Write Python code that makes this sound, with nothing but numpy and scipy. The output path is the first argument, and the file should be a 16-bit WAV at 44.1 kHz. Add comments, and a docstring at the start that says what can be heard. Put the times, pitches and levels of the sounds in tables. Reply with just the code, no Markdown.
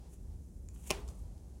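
"""A stiff card drawn off a deck on a cloth-covered table in a small room, close to the microphone.
An arm rustles over the cloth, fingers brush and tick on the cards, and the edge slides with a rising hiss.
At 0.9 s the card lets go in a quick run of cracks, pushes puffs of air and slaps back on the deck.
The room answers and a few last ticks follow. A low rumble and faint hiss lie under it all."""
import sys
import numpy as np
from scipy import signal
from scipy.fft import rfft, irfft
from scipy.io import wavfile
from scipy.ndimage import uniform_filter1d

SR = 44100
rng = np.random.default_rng(int(sys.argv[2]) if len(sys.argv) > 2 else 0)


def persist_wave(psi):
    """Save psi, clipped to +-1, as 16-bit WAV."""
    counts = np.round(np.clip(psi, -1, 1) * 32767).astype(np.int16)
    wavfile.write(sys.argv[1], SR, np.atleast_2d(counts).T)


N = 70560

# cracks of the card's edge: start_s, level_db, treble_tilt_db_per_octave
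EDGE_CRACKS = [(0.8973, -28.5, -11), (0.9026, -20.5, -5.5), (0.9043, -26, -1), (0.9054, -10, 0.5),
               (0.9063, -11, 0), (0.9098, -22.5, 5), (0.9107, -9.5, 1)]
SLAP_S = .9116  # the freed card lands back on the deck


def snap():
    """Each crack is a sharp click and a trace of scraping; the last slap sets card and deck ringing."""
    # colour of a crack: freq_hz, gain_db
    crack_colour = [(100, -29), (400, -17), (750, -4), (1050, 0), (1600, -13), (2100, -3), (2500, 6.5),
                    (2950, 5.5), (3400, -3.5), (3900, -3), (4400, -5), (5700, 0.5), (8000, -7.5),
                    (9800, -1.5), (12000, -17.5), (16000, -13.5)]
    # modes of card and deck: pitch_hz, level_db, t60_s
    card_modes = [(166, -40.5, .09), (387, -33, 0.045), (625, -36, 0.057), (773, -42.5, 0.086),
                  (1042, -35, 0.063), (1764, -51.5, 0.068), (2070, -49.5, 0.073), (2412, -44.5, 0.12),
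                  (2574, -47, .06), (2690, -43, 0.062), (2927, -42.5, 0.086), (3200, -49, 0.045)]
    out, t = np.zeros(N), np.arange(SR // 4) / SR
    for start_s, level_db, tilt_db in EDGE_CRACKS:
        crack = -amp(level_db) * bent(click(crack_colour, tilt_db))
        fibre_scrape = amp(-6) * signal.fftconvolve(crack, burst(decay_s=.0008))
        add(out, start_s, crack)
        add(out, start_s, fibre_scrape)
    add(out, SLAP_S, ringing(card_modes, t))
    return out


def bent(x):
    """A stiff sheet carries high notes faster than low ones, smearing a click into a tiny chirp."""
    delay_s = 0.000677  # bending waves reach the card's edge this late at 1 kHz
    hz = np.fft.rfftfreq(2 * len(x), 1 / SR)
    phase_lag = 4 * np.pi * delay_s * np.sqrt(1000 * hz)
    return irfft(rfft(x, 2 * len(x)) * np.exp(-1j * phase_lag))


def puffs():
    """The flapping card pushes air: a short pressure peak inside a wider suction."""
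    # puffs of air: peak_s, peak_db, half_width_s, suction_ratio
    air_puffs = [(0.9007, -40, .0006, .5), (0.9070, -23, 0.00042, 0.75), (0.9120, -25, 0.00039, 0.58)]
    spread = 2.9  # the suction lasts this many times as long as the push
    out = np.zeros(N)
    for peak_s, peak_db, half_width_s, suction in air_puffs:
        u = (np.arange(N) / SR - peak_s) / half_width_s
        push = (1 + suction) * np.exp(-u ** 2)
        pull = suction * np.exp(-(u / spread) ** 2)
        out += amp(peak_db) * (push - pull)
    return out


def sliding():
    """Card rubs on card: a light touch only fizzes, pressure makes the whole sheet sound."""
    # strokes of skin and card over card: peak_s, level_db, rise_s, fall_s, body_trim_db
    strokes = [(0.137, -64.5, .025, 0.013, 1), (0.748, -59.5, 0.0047, 0.0044, -5),
               (0.762, -66.5, 0.0039, 0.0062, 9.5), (0.810, -64, 0.039, 0.025, -7),
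               (0.842, -59, 0.011, 0.0054, -4), (0.88, -52.5, 0.024, 0.034, 2),
               (1.095, -67, 0.024, 0.05, -1.5), (1.190, -69.5, 0.042, 0.043, -7)]
    # fizz of a light touch: freq_hz, gain_db
    fizz_colour = [(200, -27), (3000, -30), (4500, -16.5), (6500, 0.5), (9500, 1), (11000, -2.5),
                   (12500, -7), (16000, -11)]
    # body added by pressure: freq_hz, gain_db
    body_colour = [(200, -10), (800, -0.5), (1300, -7.5), (1800, -7.5), (2800, 0), (3800, -8), (5000, -16),
                   (16000, -30)]
    body_db = -10  # against the fizz, before each stroke's trim
    fizz_level = swells([row[:4] for row in strokes])
    body_level = swells([(s, db + body_db + trim, rise, fall) for s, db, rise, fall, trim in strokes])
    fizz = fizz_level * evened(coloured(friction(), fizz_colour))
    body = body_level * evened(coloured(friction(), body_colour))
    return fizz + body


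def friction():
    """Fine grains in a smooth hiss, uneven as the card sticks and slips."""
    grains_per_s, stick_db, stick_s = 2500, 2, .012
    grains = rng.standard_normal(N) * (rng.random(N) < grains_per_s / SR)
    grip = evened(uniform_filter1d(rng.standard_normal(N), size=round(stick_s * SR)))
    return amp(stick_db * grip) * .5 * (evened(grains) + rng.standard_normal(N))


def ticks():
    """Small catches of a card edge: a brief scrape, and perhaps a high ring."""
    # catches of fingers and card edges: start_s, level_db, ring_over_scrape_db, scrape_decay_s
    catches = [(0.6876, -49, 18, 0.0029), (0.74, -51, -9, .005), (0.7599, -50, -6, 0.0017),
               (1.003, -45, -16, 0.0025), (1.0780, -33.5, -21, 0.0039), (1.0872, -32, -6, 0.0038),
               (1.379, -47, -16, .003)]
    # colour of a tick: freq_hz, gain_db
    tick_colour = [(200, -15), (700, -3), (1400, 4), (1900, -11.5), (2700, -9), (4500, -1), (7000, 0.5),
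                   (10000, -3.5), (16000, -16)]
    # modes of a card's corner: pitch_hz, relative_db, t60_s
    corner_modes = [(2520, -14, 0.013), (6800, -5, 0.01), (7080, 6, 0.008)]
    ring = ringing(corner_modes, np.arange(SR // 20) / SR)
    out = np.zeros(N)
    for start_s, level_db, ring_db, decay_s in catches:
        add(out, start_s, amp(level_db) * signal.fftconvolve(click(tick_colour), burst(decay_s)))
        add(out, start_s, amp(level_db + ring_db) * ring / np.linalg.norm(ring))
    return out


def cloth():
    """Dull rustle of the arm moving over the tablecloth."""
    # arm movements: peak_s, level_db, rise_s, fall_s
    sweeps = [(0.06, -65.5, 0.12, 0.068), (0.33, -71, 0.15, 0.085), (0.79, -71, 0.066, 0.18),
              (1.10, -60.5, 0.023, 0.028), (1.25, -69, 0.22, 0.29), (1.56, -71.5, 0.19, .1)]
    # colour of the rustle: freq_hz, gain_db
    rustle_colour = [(60, -4), (200, -3.5), (420, -2), (800, 0.5), (1300, -15.5), (2500, -19),
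                     (6000, -16.5), (16000, -53)]
    return swells(sweeps) * noise(rustle_colour)


def echoes(x):
    """Table and nearby things throw the sound straight back at the microphone."""
    # near surfaces: delay_s, gain_db
    reflections = [(.0064, -21), (0.012, -20.5)]
    out = np.zeros(N)
    for delay_s, gain_db in reflections:
        add(out, delay_s, amp(gain_db) * x)
    return out


def room(handling):
    """Every crack gets its own tail, the quiet handling shares one; a few low resonances hang on."""
    # resonances that outlast the snap: pitch_hz, level_db, t60_s
    room_modes = [(391, -43.5, 0.32), (415, -47, 0.44), (641, -54, 0.21)]
    delay_s, build_s, snap_send_db = .006, .025, 0.5
    out, t = np.zeros(N), np.arange(SR) / SR
    add(out, delay_s, signal.fftconvolve(handling, room_tail()))
    for start_s, level_db, _ in EDGE_CRACKS:
        add(out, start_s + delay_s, amp(level_db + snap_send_db) * room_tail())
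    add(out, SLAP_S + delay_s, ringing(room_modes, t) * (1 - np.exp(-t / build_s)))
    return out


def room_tail(level_db=-8, rise_s=0.0039):
    """One diffuse decay of the room: it builds quickly, and the low mids last longest."""
    # decay of the room: freq_hz, t60_s
    decay_times = [(150, 0.23), (500, 0.86), (1400, 0.35), (3500, 0.35), (9000, 0.39), (16000, 0.3)]
    # colour of the room: freq_hz, gain_db
    room_colour = [(100, 0), (280, 4), (400, 19.5), (520, 2.5), (1000, 7.5), (1600, 0.5), (2600, 3),
                   (4000, -1.5), (6000, -5), (9500, -9), (12000, -17.5), (16000, -16)]
    hz, t, spectra = signal.stft(rng.standard_normal(SR), SR, nperseg=256)
    decay = amp(read(room_colour, hz)[:, None] - 60 * t / read(decay_times, hz)[:, None])
    tail = signal.istft(spectra * decay * (1 - np.exp(-t / rise_s)), SR)[1]
    return amp(level_db) * tail / np.linalg.norm(tail)


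def room_tone(rumble_db=-47, hiss_db=-58):
    """The air of the room: a wavering low rumble under steady hiss."""
    # colour of the rumble: freq_hz, gain_db
    rumble_colour = [(15, -58.5), (31, -29), (41, 0.5), (52, -1.5), (65, 0.5), (85, -9.5), (115, -16.5),
                     (150, -29.5), (300, -75)]
    # wavering of the rumble: time_s, relative_db
    rumble_swell = [(0.0, -48), (0.066, -51.5), (0.102, -53), (0.31, -43), (0.552, -54.5), (0.566, -46),
                    (0.77, -46.5), (0.792, -50), (1.114, -41), (1.144, -52.5), (1.212, -41.5),
                    (1.386, -50.5), (1.568, -49), (1.6, -55)]
    # colour of the hiss: freq_hz, gain_db
    hiss_colour = [(40, -8), (110, 0.5), (180, 4.5), (260, -4), (400, -8), (700, -21.5), (1200, -32),
                   (3000, -39.5), (4500, -37), (6500, -29), (10500, -30.5), (12500, -37.5), (16000, -40)]
    low = noise(rumble_colour)
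    low /= np.sqrt(uniform_filter1d(low ** 2, size=3000) + 1e-6)  # flatten its chance swells
    time_s, relative_db = np.transpose(rumble_swell)
    rumble = evened(low * amp(np.interp(np.arange(N) / SR, time_s, relative_db)))
    return amp(rumble_db) * rumble + amp(hiss_db) * noise(hiss_colour)


def click(colour, tilt_db=0, size=2048):
    """The sharpest causal click of this colour, of energy 1, tilted per octave above 2500 Hz."""
    hz = abs(np.fft.fftfreq(size, 1 / SR))
    treble_octaves = np.log2(np.maximum(hz / 2500, 1))
    log_gain = np.log(amp(read(colour, hz) + tilt_db * treble_octaves))
    y = np.fft.ifft(np.exp(np.conj(signal.hilbert(log_gain)))).real  # minimum phase
    return y / np.linalg.norm(y)


def burst(decay_s, size=1024):
    """A dying burst of noise, of energy 1."""
    y = rng.standard_normal(size) * np.exp(-np.arange(size) / SR / decay_s)
    return y / np.linalg.norm(y)


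def ringing(modes, t):
    """Dying sines, struck together."""
    return sum(amp(db - 60 * t / t60) * np.sin(2 * np.pi * hz * t) for hz, db, t60 in modes)


def swells(moves):
    """Level of overlapping movements that each grow and die away."""
    t = np.arange(N) / SR
    levels = [amp(db) * np.exp(np.minimum((t - s) / rise, (s - t) / fall)) for s, db, rise, fall in moves]
    return np.sqrt(sum(level ** 2 for level in levels))


def noise(colour):
    """Steady noise of this colour, at RMS 1."""
    return evened(coloured(rng.standard_normal(N), colour))


def coloured(x, colour):
    """Filters a sound by a curve of freq_hz, gain_db."""
    return irfft(rfft(x) * amp(read(colour, np.fft.rfftfreq(len(x), 1 / SR))), len(x))


def read(curve, hz):
    """A curve's value at hz, on a log frequency axis."""
    freq_hz, value = np.transpose(curve)
    return np.interp(np.log(hz + 1), np.log(freq_hz + 1), value)


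def amp(db):
    """Decibels to amplitude."""
    return 10 ** (np.asarray(db) / 20)


def evened(x):
    """Scales to RMS 1."""
    return x / np.sqrt(np.mean(x ** 2) + 1e-20)


def add(mix, start_s, sound):
    """Mixes a sound in from start_s."""
    part = mix[round(start_s * SR):][:len(sound)]
    part += sound[:len(part)]


def scene():
    """Everything is nearly central at the microphone; the low mids spread a little and lean left."""
    # stereo width: freq_hz, side_over_mid_db
    width = [(30, -48), (70, -38), (150, -18), (350, -21), (800, -26), (1400, -32), (2500, -46),
             (6000, -40), (16000, -36)]
    # stereo balance: freq_hz, left_over_right_db
    lean = [(30, 0), (90, 0), (160, 1.9), (350, 1.1), (700, .6), (2000, 0), (16000, 0)]
    handling = ticks() + sliding()
    cards = snap() + puffs() + handling
    mid = cards + echoes(cards) + room(handling) + cloth() + room_tone()
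    side = coloured(signal.hilbert(mid).imag, width)
    left = coloured(mid + side, [(hz, db / 2) for hz, db in lean])
    right = coloured(mid - side, [(hz, -db / 2) for hz, db in lean])
    return np.array([left, right])


def record(dry):
    """Each microphone channel adds a trace of its own hiss; then the top of the treble is cut."""
    # colour of the self-noise: freq_hz, gain_db
    self_noise_colour = [(20, 12), (2500, -17.5), (4500, -5), (6500, 3), (10500, 4), (12500, 0),
                         (16000, -14)]
    self_noise_db, cutoff_hz = -85, 16200
    self_noise = amp(self_noise_db) * np.array([noise(self_noise_colour) for _ in dry])
    low_pass = signal.firwin(511, cutoff_hz, window=("kaiser", 9), fs=SR)
    return signal.oaconvolve(dry + self_noise, low_pass[None], "same")


dry = scene()
out = record(dry)
persist_wave(out)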